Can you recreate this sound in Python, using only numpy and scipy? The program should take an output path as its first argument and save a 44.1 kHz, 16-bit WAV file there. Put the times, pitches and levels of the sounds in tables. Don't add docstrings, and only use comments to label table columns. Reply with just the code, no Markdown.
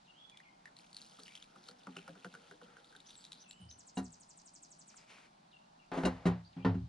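import sys
import numpy as np
from scipy import signal
from scipy.fft import rfft, irfft
from scipy.io import wavfile
from scipy.ndimage import uniform_filter1d

SR = 44100
rng = np.random.default_rng(int(sys.argv[2]) if len(sys.argv) > 2 else 0)


def to_wav(s):
    ch = np.atleast_2d(s).T
    pcm = np.round(np.clip(ch, -1, 1) * 32767)
    wavfile.write(sys.argv[1], SR, pcm.astype(np.int16))


N = 303408
t = np.arange(N) / SR
hz_axis = np.maximum(np.fft.rfftfreq(N, 1 / SR), 1)


def undb(db):
    return 10 ** (np.asarray(db) / 20)


def unit(x):
    return x / np.sqrt(np.mean(x ** 2))


def along(table):
    hz, value = np.transpose(table)
    return np.interp(np.log(hz_axis), np.log(np.maximum(hz, 1)), value)


def curve(s, db):
    return undb(np.interp(t, s, db, -200, -200))


def band(x, hz, width_hz):
    return signal.lfilter(*signal.iirpeak(min(hz, .45 * SR), hz / width_hz, SR), x)


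def add(out, s, x):
    i = int(s * SR)
    out[i:i + len(x)] += x[:len(out) - i]


def fade(t60_s):
    return np.exp(-np.log(1000) * t[:int(t60_s * SR)] / t60_s)


def walk(rate_hz):
    k = int(SR / rate_hz)
    steps = np.repeat(rng.standard_normal(N // k + 1), k)
    return 0.93 * uniform_filter1d(uniform_filter1d(steps, k), k)[:N]


# (frequency [Hz], relative level [dB per Hz])
FIELD_HZ_DB = [(25, -6.5), (91, -18), (167, 0), (510, -16), (579, -5), (785, -2), (1950, -18), (2930, -20),
               (4290, -18.5), (10700, -34), (13900, -100)]
# (frequency [Hz], correlation [-1..1])
FIELD_ALIKE = [(300, .97), (600, -.7), (1300, -.6), (3000, .5), (9000, 0.)]
FIELD_MID_DB = -68.5


def field():
    mid, side = 0, 0
    alike = np.clip(along(FIELD_ALIKE), -1, 1)
    for hz in 30 * 2 ** np.arange(0, 9, .5):
        shape = np.exp(-(np.log2(hz_axis / hz) / 0.5) ** 2) * undb(along(FIELD_HZ_DB))
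        band_mid = irfft(rfft(rng.standard_normal(N)) * shape * np.sqrt(1 + alike), N)
        band_side = irfft(rfft(rng.standard_normal(N)) * shape * np.sqrt(1 - alike), N)
        gain = undb(1.2 * walk(3.41))
        mid, side = mid + gain * band_mid, side + gain * band_side
    scale = undb(FIELD_MID_DB) / np.sqrt(np.mean(mid ** 2))
    return mid * scale, side * scale


def note(shape, hz):
    length_s, turn, start, end = shape
    u = np.linspace(0, 1, int(length_s * SR))
    glide = np.interp(u, [0, turn, 1], [start, 1, end])
    hz = hz * uniform_filter1d(glide, size=len(u) // 5, mode="nearest")
    hz *= 1 + .016 * np.repeat(rng.standard_normal(len(u) // 150 + 1), 150)[:len(u)]
    return np.sin(2 * np.pi * np.cumsum(hz) / SR) * np.sqrt(np.abs(np.sin(np.pi * u)))


# (time [s], shape name, turning pitch [Hz], level before echoes [dB])
WHISTLE = [(0.049, "fall", 2810, -78.5), (0.135, "hold", 3430, -73), (.312, "slide", 2314, -74),
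           (.42, "fall", 2163, -76.5), (3.05, "arch", 6420, -66.5), (3.148, "dip", 7400, -67),
           (3.324, "slide", 3960, -77), (3.385, "arch", 6350, -66.5), (3.422, "fall", 2660, -78),
           (3.474, "dip", 7220, -67.5), (3.496, "hold", 3038, -76), (3.597, "dip", 8370, -73),
           (3.683, "arch", 6430, -61.5), (5.505, "fall", 2823, -78), (5.789, "slide", 2730, -79.5),
           (6.432, "arch", 4860, -69.5), (6.519, "drop", 3130, -77.5), (6.559, "fall", 2430, -76.5),
           (6.612, "arch", 3240, -73)]
# (length [s], share before the turn, start / turning pitch, end / turning pitch)
NOTE_SHAPE = dict(arch=(.045, .45, .68, .88), dip=(0.0494, 0.36, 1.3, 1.07), slide=(0.04, 0.6, 1.08, 0.8),
              fall=(.075, 0.32, 1.6, .97), drop=(0.021, 0.51, 1.8, 0.45), hold=(.165, .33, .81, .995))
# (length [s], share before the turn, start / turning pitch, end / turning pitch)
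TRILL_SWEEP = (.038, .45, 1.33, .555)
TRILL_S, TRILL_PERIOD_S, TRILL_HZ, TRILL_DB = 3.777, .0838, 7030, -63.5


def birds():
    far, near = np.zeros(N), np.zeros(N)
    for s, shape, hz, db in WHISTLE:
        add(near if hz > 4500 else far, s, undb(db) * note(NOTE_SHAPE[shape], hz))
    for k in range(15):
        add(near, TRILL_S + k * TRILL_PERIOD_S, undb(TRILL_DB) * note(TRILL_SWEEP, TRILL_HZ))
    out = np.zeros((2, N))
    for song, dry_gain, wet_gain, t60_s in ((far, .35, 1.1, .5), (near, .15, .3, .45)):
        env = fade(t60_s)
        flutter = np.exp(-t[:len(env)] / 0.011)
        trees = rng.standard_normal((3, len(env))) * (wet_gain * env + flutter) * undb(-24.0)
        trees = trees[:1] + trees[1:]
        leaves = undb(4 * walk(400))
        out += leaves * dry_gain * song
        out += leaves * signal.fftconvolve(song[None], trees, axes=1)[:, :N]
    return out


def bubble(hz, cycles, click):
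    s = t[:1200]
    phase = 2 * np.pi * hz * s * (1 + 0.09 * hz * s / cycles)
    tone = np.sin(phase) + hz / 20000 * np.sin(2 * phase)
    tone = tone * np.exp(-np.log(1000) * s * hz / cycles) * (1 - np.exp(-hz * s))
    spray = np.exp(-s / 0.0012) + 0.3 * np.exp(-s / 0.011)
    return 2 * tone + click * band(rng.standard_normal(1200), 1.84 * hz, 11000) * spray


# (time [s], level [dB])
RUSTLE_S_DB = [(4.85, -76), (5.0, -67), (5.15, -62), (5.25, -70.5), (5.5, -91)]
# (time [s], level [dB])
SCUFF_S_DB = [(4.9432, -48), (5.183, -48.5)]


def rustle():
    cloth = rng.standard_normal(N)
    grain = undb(7.7 * walk(40))
    out = curve(*np.transpose(RUSTLE_S_DB)) * grain * unit(band(cloth, 1020, 2200) + band(cloth, 2230, 410))
    for s, db in SCUFF_S_DB:
        add(out, s, undb(db) * bubble(1370, 9.7, 0.15))
    return out


def ring(modes, rise_s, contact_s, loose):
    s = t[:SR // 2]
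    chance = rng.standard_normal((len(modes), 16))
    out = 0
    for (hz, db, t60_s), c in zip(modes, chance):
        wander_s = np.cumsum(1 + loose * np.interp(s, np.linspace(0, .5, 15), c[1:])) / SR
        decay = np.exp(-np.log(1000) * s / t60_s)
        out = out + undb(db + c[0]) * np.sin(2 * np.pi * hz * wander_s) * decay
    contact = rng.standard_normal(SR // 8) * np.exp(-t[:SR // 8] / max(contact_s, 1e-4))
    out = signal.fftconvolve(out * (1 - np.exp(-s / max(rise_s, 1e-4))), contact)
    return out / np.max(np.abs(out))


# (time [s], panel level [dB]; then, relative to the panel: sway [dB], ribs [dB],
# hardness as crack [dB], steel [dB]; grinding contact [s])
KNOCK = [(3.602, -52, 0.5, -31, -44, -21, 0.017), (3.971, -34.5, -15, 2, -10.5, -2, 0.023),
         (5.917, -46, -37, 6, 3, -3.5, 0.16), (5.974, -37.5, -35, 6.5, -6.5, -16, 0.011),
         (6.035, -30, -10, -5, -10, -17.5, 0.0057), (6.051, -34.5, -8, 5.5, -0.5, 3.5, 0.019),
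         (6.255, -21.5, -12.5, -9, -14, -19.5, 0.032), (6.565, -40, -8.5, -2, -21, -50, 0.052),
         (6.648, -25, -4.5, 0, -10, -28, 0.028), (6.743, -34, -1, -1, -24.5, -31, 0.025)]
# (frequency [Hz], level [dB], t60 [s])
SWAY_MODES = [(77.9, -3.5, 0.37), (108.7, -1, 0.38)]
PANEL_MODES = [(177.7, 0, 0.3)]
RIB_MODES = [(261.4, 0, 0.24), (358.5, -12, 0.21)]
SHELL_MODES = [(415, 1, 0.068), (510, -3.5, 0.064), (650, -2.5, 0.027), (825, -1, 0.033), (953, -8, 0.058),
               (1165, -11, 0.045), (1416, -9.5, 0.047), (1839, -15.5, 0.063)]
STEEL_MODES = [(729, 10.5, 0.23), (1660, -5.5, 0.37), (1830, -15.5, 0.5), (2816, 5, 0.1), (3890, 2, 0.099),
               (4224, -4, 0.14)]
# (frequency [Hz], relative level [dB per Hz])
CRACK_HZ_DB = [(150, -5), (700, 6.5), (1200, -0.5), (2100, -7), (4600, -17), (9000, -43)]
SHELL_DB = 9.5


def knocks():
    out, rattle, sizzle = np.zeros((3, N))
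    s_half = t[:SR // 2]
    for s, db, sway_db, rib_db, hard_db, steel_db, grind_s in KNOCK:
        sway = undb(db + sway_db) * ring(SWAY_MODES, 0.025, .02, .12)
        panel = undb(db) * ring(PANEL_MODES, 0.0042, 0, .06)
        add(out, s, sway + panel)
        add(out, s, undb(db + rib_db) * ring(RIB_MODES, 0.0063, 0, .04))
        add(out, s, undb(db + hard_db + SHELL_DB) * ring(SHELL_MODES, 0.00051, grind_s, 0.039))
        add(out, s, undb(db + steel_db) * ring(STEEL_MODES, 0, grind_s / 20, .004))
        add(rattle, s, undb(db + hard_db) * np.exp(-s_half / (0.0036 + grind_s)))
        add(sizzle, s, undb(db + steel_db) * s_half / grind_s * np.exp(-s_half / (0.39 * grind_s)))
    grit = unit(irfft(rfft(rng.standard_normal(N)) * undb(along(CRACK_HZ_DB)), N))
    hiss = undb(3.5) * unit(band(rng.standard_normal(N), 6900, 3800))
    return out + (rattle * grit + sizzle * hiss) * undb(0.49 * walk(90))


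def glug():
    env, size = fade(0.13), 2 ** (0.64 * (rng.random() - .5))
    fall_hz = 230 + 1100 * np.exp(-t[:len(env)] / 0.00713)
    hz = size * fall_hz * (1 + 3.0 * band(rng.standard_normal(len(env)), 144, 380))
    return np.sin(2 * np.pi * np.cumsum(hz) / SR) * env


def splash(db, hz):
    out = np.zeros(SR // 12)
    add(out, 1 / 100, undb(db) * bubble(hz, 24, 0.45))
    for u, v, e in rng.random((4, 3)):
        small = bubble(hz * 2 ** (0.3 * v - .12), 24, 0.35)
        add(out, .006 + .03 * u, undb(db - 9 - 8 * e) * small)
    return out


# (time [s], pitch [Hz])
RING_S_HZ = [(.375, 3300), (.4, 1896), (.66, 1800), (.76, 4080), (1.235, 4500), (1.28, 2890), (1.69, 4090),
             (1.96, 2750), (2.8, 3570), (3.7, 3840)]


def ring_hz(s):
    return np.interp(s, *np.transpose(RING_S_HZ))


# (time [s], level [dB])
SPLASH_S_DB = [(0.298, -49), (0.373, -45.5), (0.4018, -50.5), (0.6562, -44), (0.767, -46), (.7884, -48),
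               (.93, -46), (0.946, -43.5), (0.967, -35), (1.0167, -40.5), (1.1102, -57), (1.2344, -42.5),
               (1.2801, -45), (1.3529, -39), (1.3746, -47), (1.4253, -42), (1.639, -54), (1.6873, -39),
               (1.968, -38), (2.845, -50), (2.964, -47), (3.003, -47), (3.065, -55), (3.092, -49),
               (3.107, -45.5), (3.1543, -46.5), (3.241, -45), (3.251, -42), (3.266, -50), (3.3203, -38),
               (3.3305, -40.5), (3.5105, -40), (3.712, -46)]
# (time [s], plop level [dB], thump level [dB])
PLOP_S_DB = [(1.189, -53, -55.5), (1.56, -52, -55), (1.688, -49.5, -55), (1.87, -46, -42.5),
             (1.9653, -44, -46), (2.079, -42.5, -45.5), (2.153, -54, -52.5), (2.2463, -39.5, -43),
             (2.256, -48, -51), (2.34, -44.5, -54), (2.351, -44, -58), (2.5115, -47, -51.5),
             (2.615, -51.5, -50), (2.768, -48, -71), (2.926, -55, -72), (2.951, -49.5, -61.5)]
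# (time [s], level [dB])
TRICKLE_S_DB = [(0.6, -93), (0.879, -72.5), (1.08, -69), (1.3, -64.5), (1.58, -77.5), (1.68, -63.5),
                (1.76, -81.5), (2.0, -69.5), (2.47, -72), (2.7, -78.5), (3.051, -73.5), (3.3, -71),
                (3.451, -74)]
# (frequency [Hz], level [dB], t60 [s])
MUG_MODES = [(187, -2, 0.23), (268, -7.5, 0.33), (369, -7.5, 0.076), (475, 0.5, 0.11), (790, -6.5, 0.063),
             (1343, -3.5, 0.032)]
PLOP_HZ, PLOP_RISE_HZ_PER_S = 1085, 137
GLUG_DB = -5
CHURN_DB = -69.5


def pouring():
    out, lead_s = np.zeros(N), 1 / 100
    for s, db in SPLASH_S_DB:
        add(out, s - lead_s, splash(db, ring_hz(s)))
    for s, plop_db, thump_db in PLOP_S_DB:
        add(out, s - lead_s, splash(plop_db, PLOP_HZ + PLOP_RISE_HZ_PER_S * s))
        add(out, s, undb(thump_db) * ring(MUG_MODES, 0.0014, 0.014, 0.12))
        add(out, s, undb(thump_db + GLUG_DB) * glug())
    s, flow_db = np.transpose(TRICKLE_S_DB)
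    drops = np.zeros(N)
    for u, v, e in rng.random((2400, 3)):
        at_s = s[0] + u * (s[-1] - s[0])
        hz = ring_hz(at_s) * 2 ** (1.8 * (v - .4) / at_s)
        add(drops, at_s, undb(14 * e ** 3) * bubble(hz, 18, 0.4))
    fizz = unit(drops) * undb(5.1 * walk(29.42))
    fizz += 0.5 * unit(band(rng.standard_normal(N), 5300, 6000))
    noise = rng.standard_normal(N) * undb(5 * walk(20))
    churn = unit(sum(undb(db) * band(noise, hz, 7 / t60_s) for hz, db, t60_s in MUG_MODES))
    fill = np.exp(-((t - 2.1) / 1.46) ** 2)
    out += curve(s, flow_db) * fizz + undb(CHURN_DB) * fill * churn
    return signal.sosfilt(signal.butter(2, 140, "high", fs=SR, output="sos"), out)


# (frequency [Hz], lead over right [rad])
PORT_HZ_RAD = [(4500, .2), (7500, 2.3)]
# (frequency [Hz], left minus right [dB])
PORT_HZ_DB = [(300, 0), (900, 4), (4000, 1), (10000, -2)]


def scene():
    mid, side = field()
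    near = pouring() + knocks() + rustle()
    port = undb(along(PORT_HZ_DB) / 2) * np.exp(.5j * along(PORT_HZ_RAD))
    bounce = rng.standard_normal(1500) * np.exp(-t[:1500] / .008)
    bounce = band(band(bounce, 1300, 1500), 1300, 1500)
    echo = signal.fftconvolve(near, bounce / np.sqrt(np.sum(bounce ** 2)))[:N] * undb(-15.0)
    direct = np.array([irfft(rfft(near) * port, N), irfft(rfft(near) / port, N)])
    return direct + np.array([mid + side + echo, mid - side - echo]) + birds()


def record(dry):
    shelf = signal.sosfilt(signal.ellip(6, .2, 18, 10700, fs=SR, output="sos"), dry)
    return signal.sosfilt(signal.butter(6, 14000, fs=SR, output="sos"), shelf)


dry = scene()
out = record(dry)
to_wav(out)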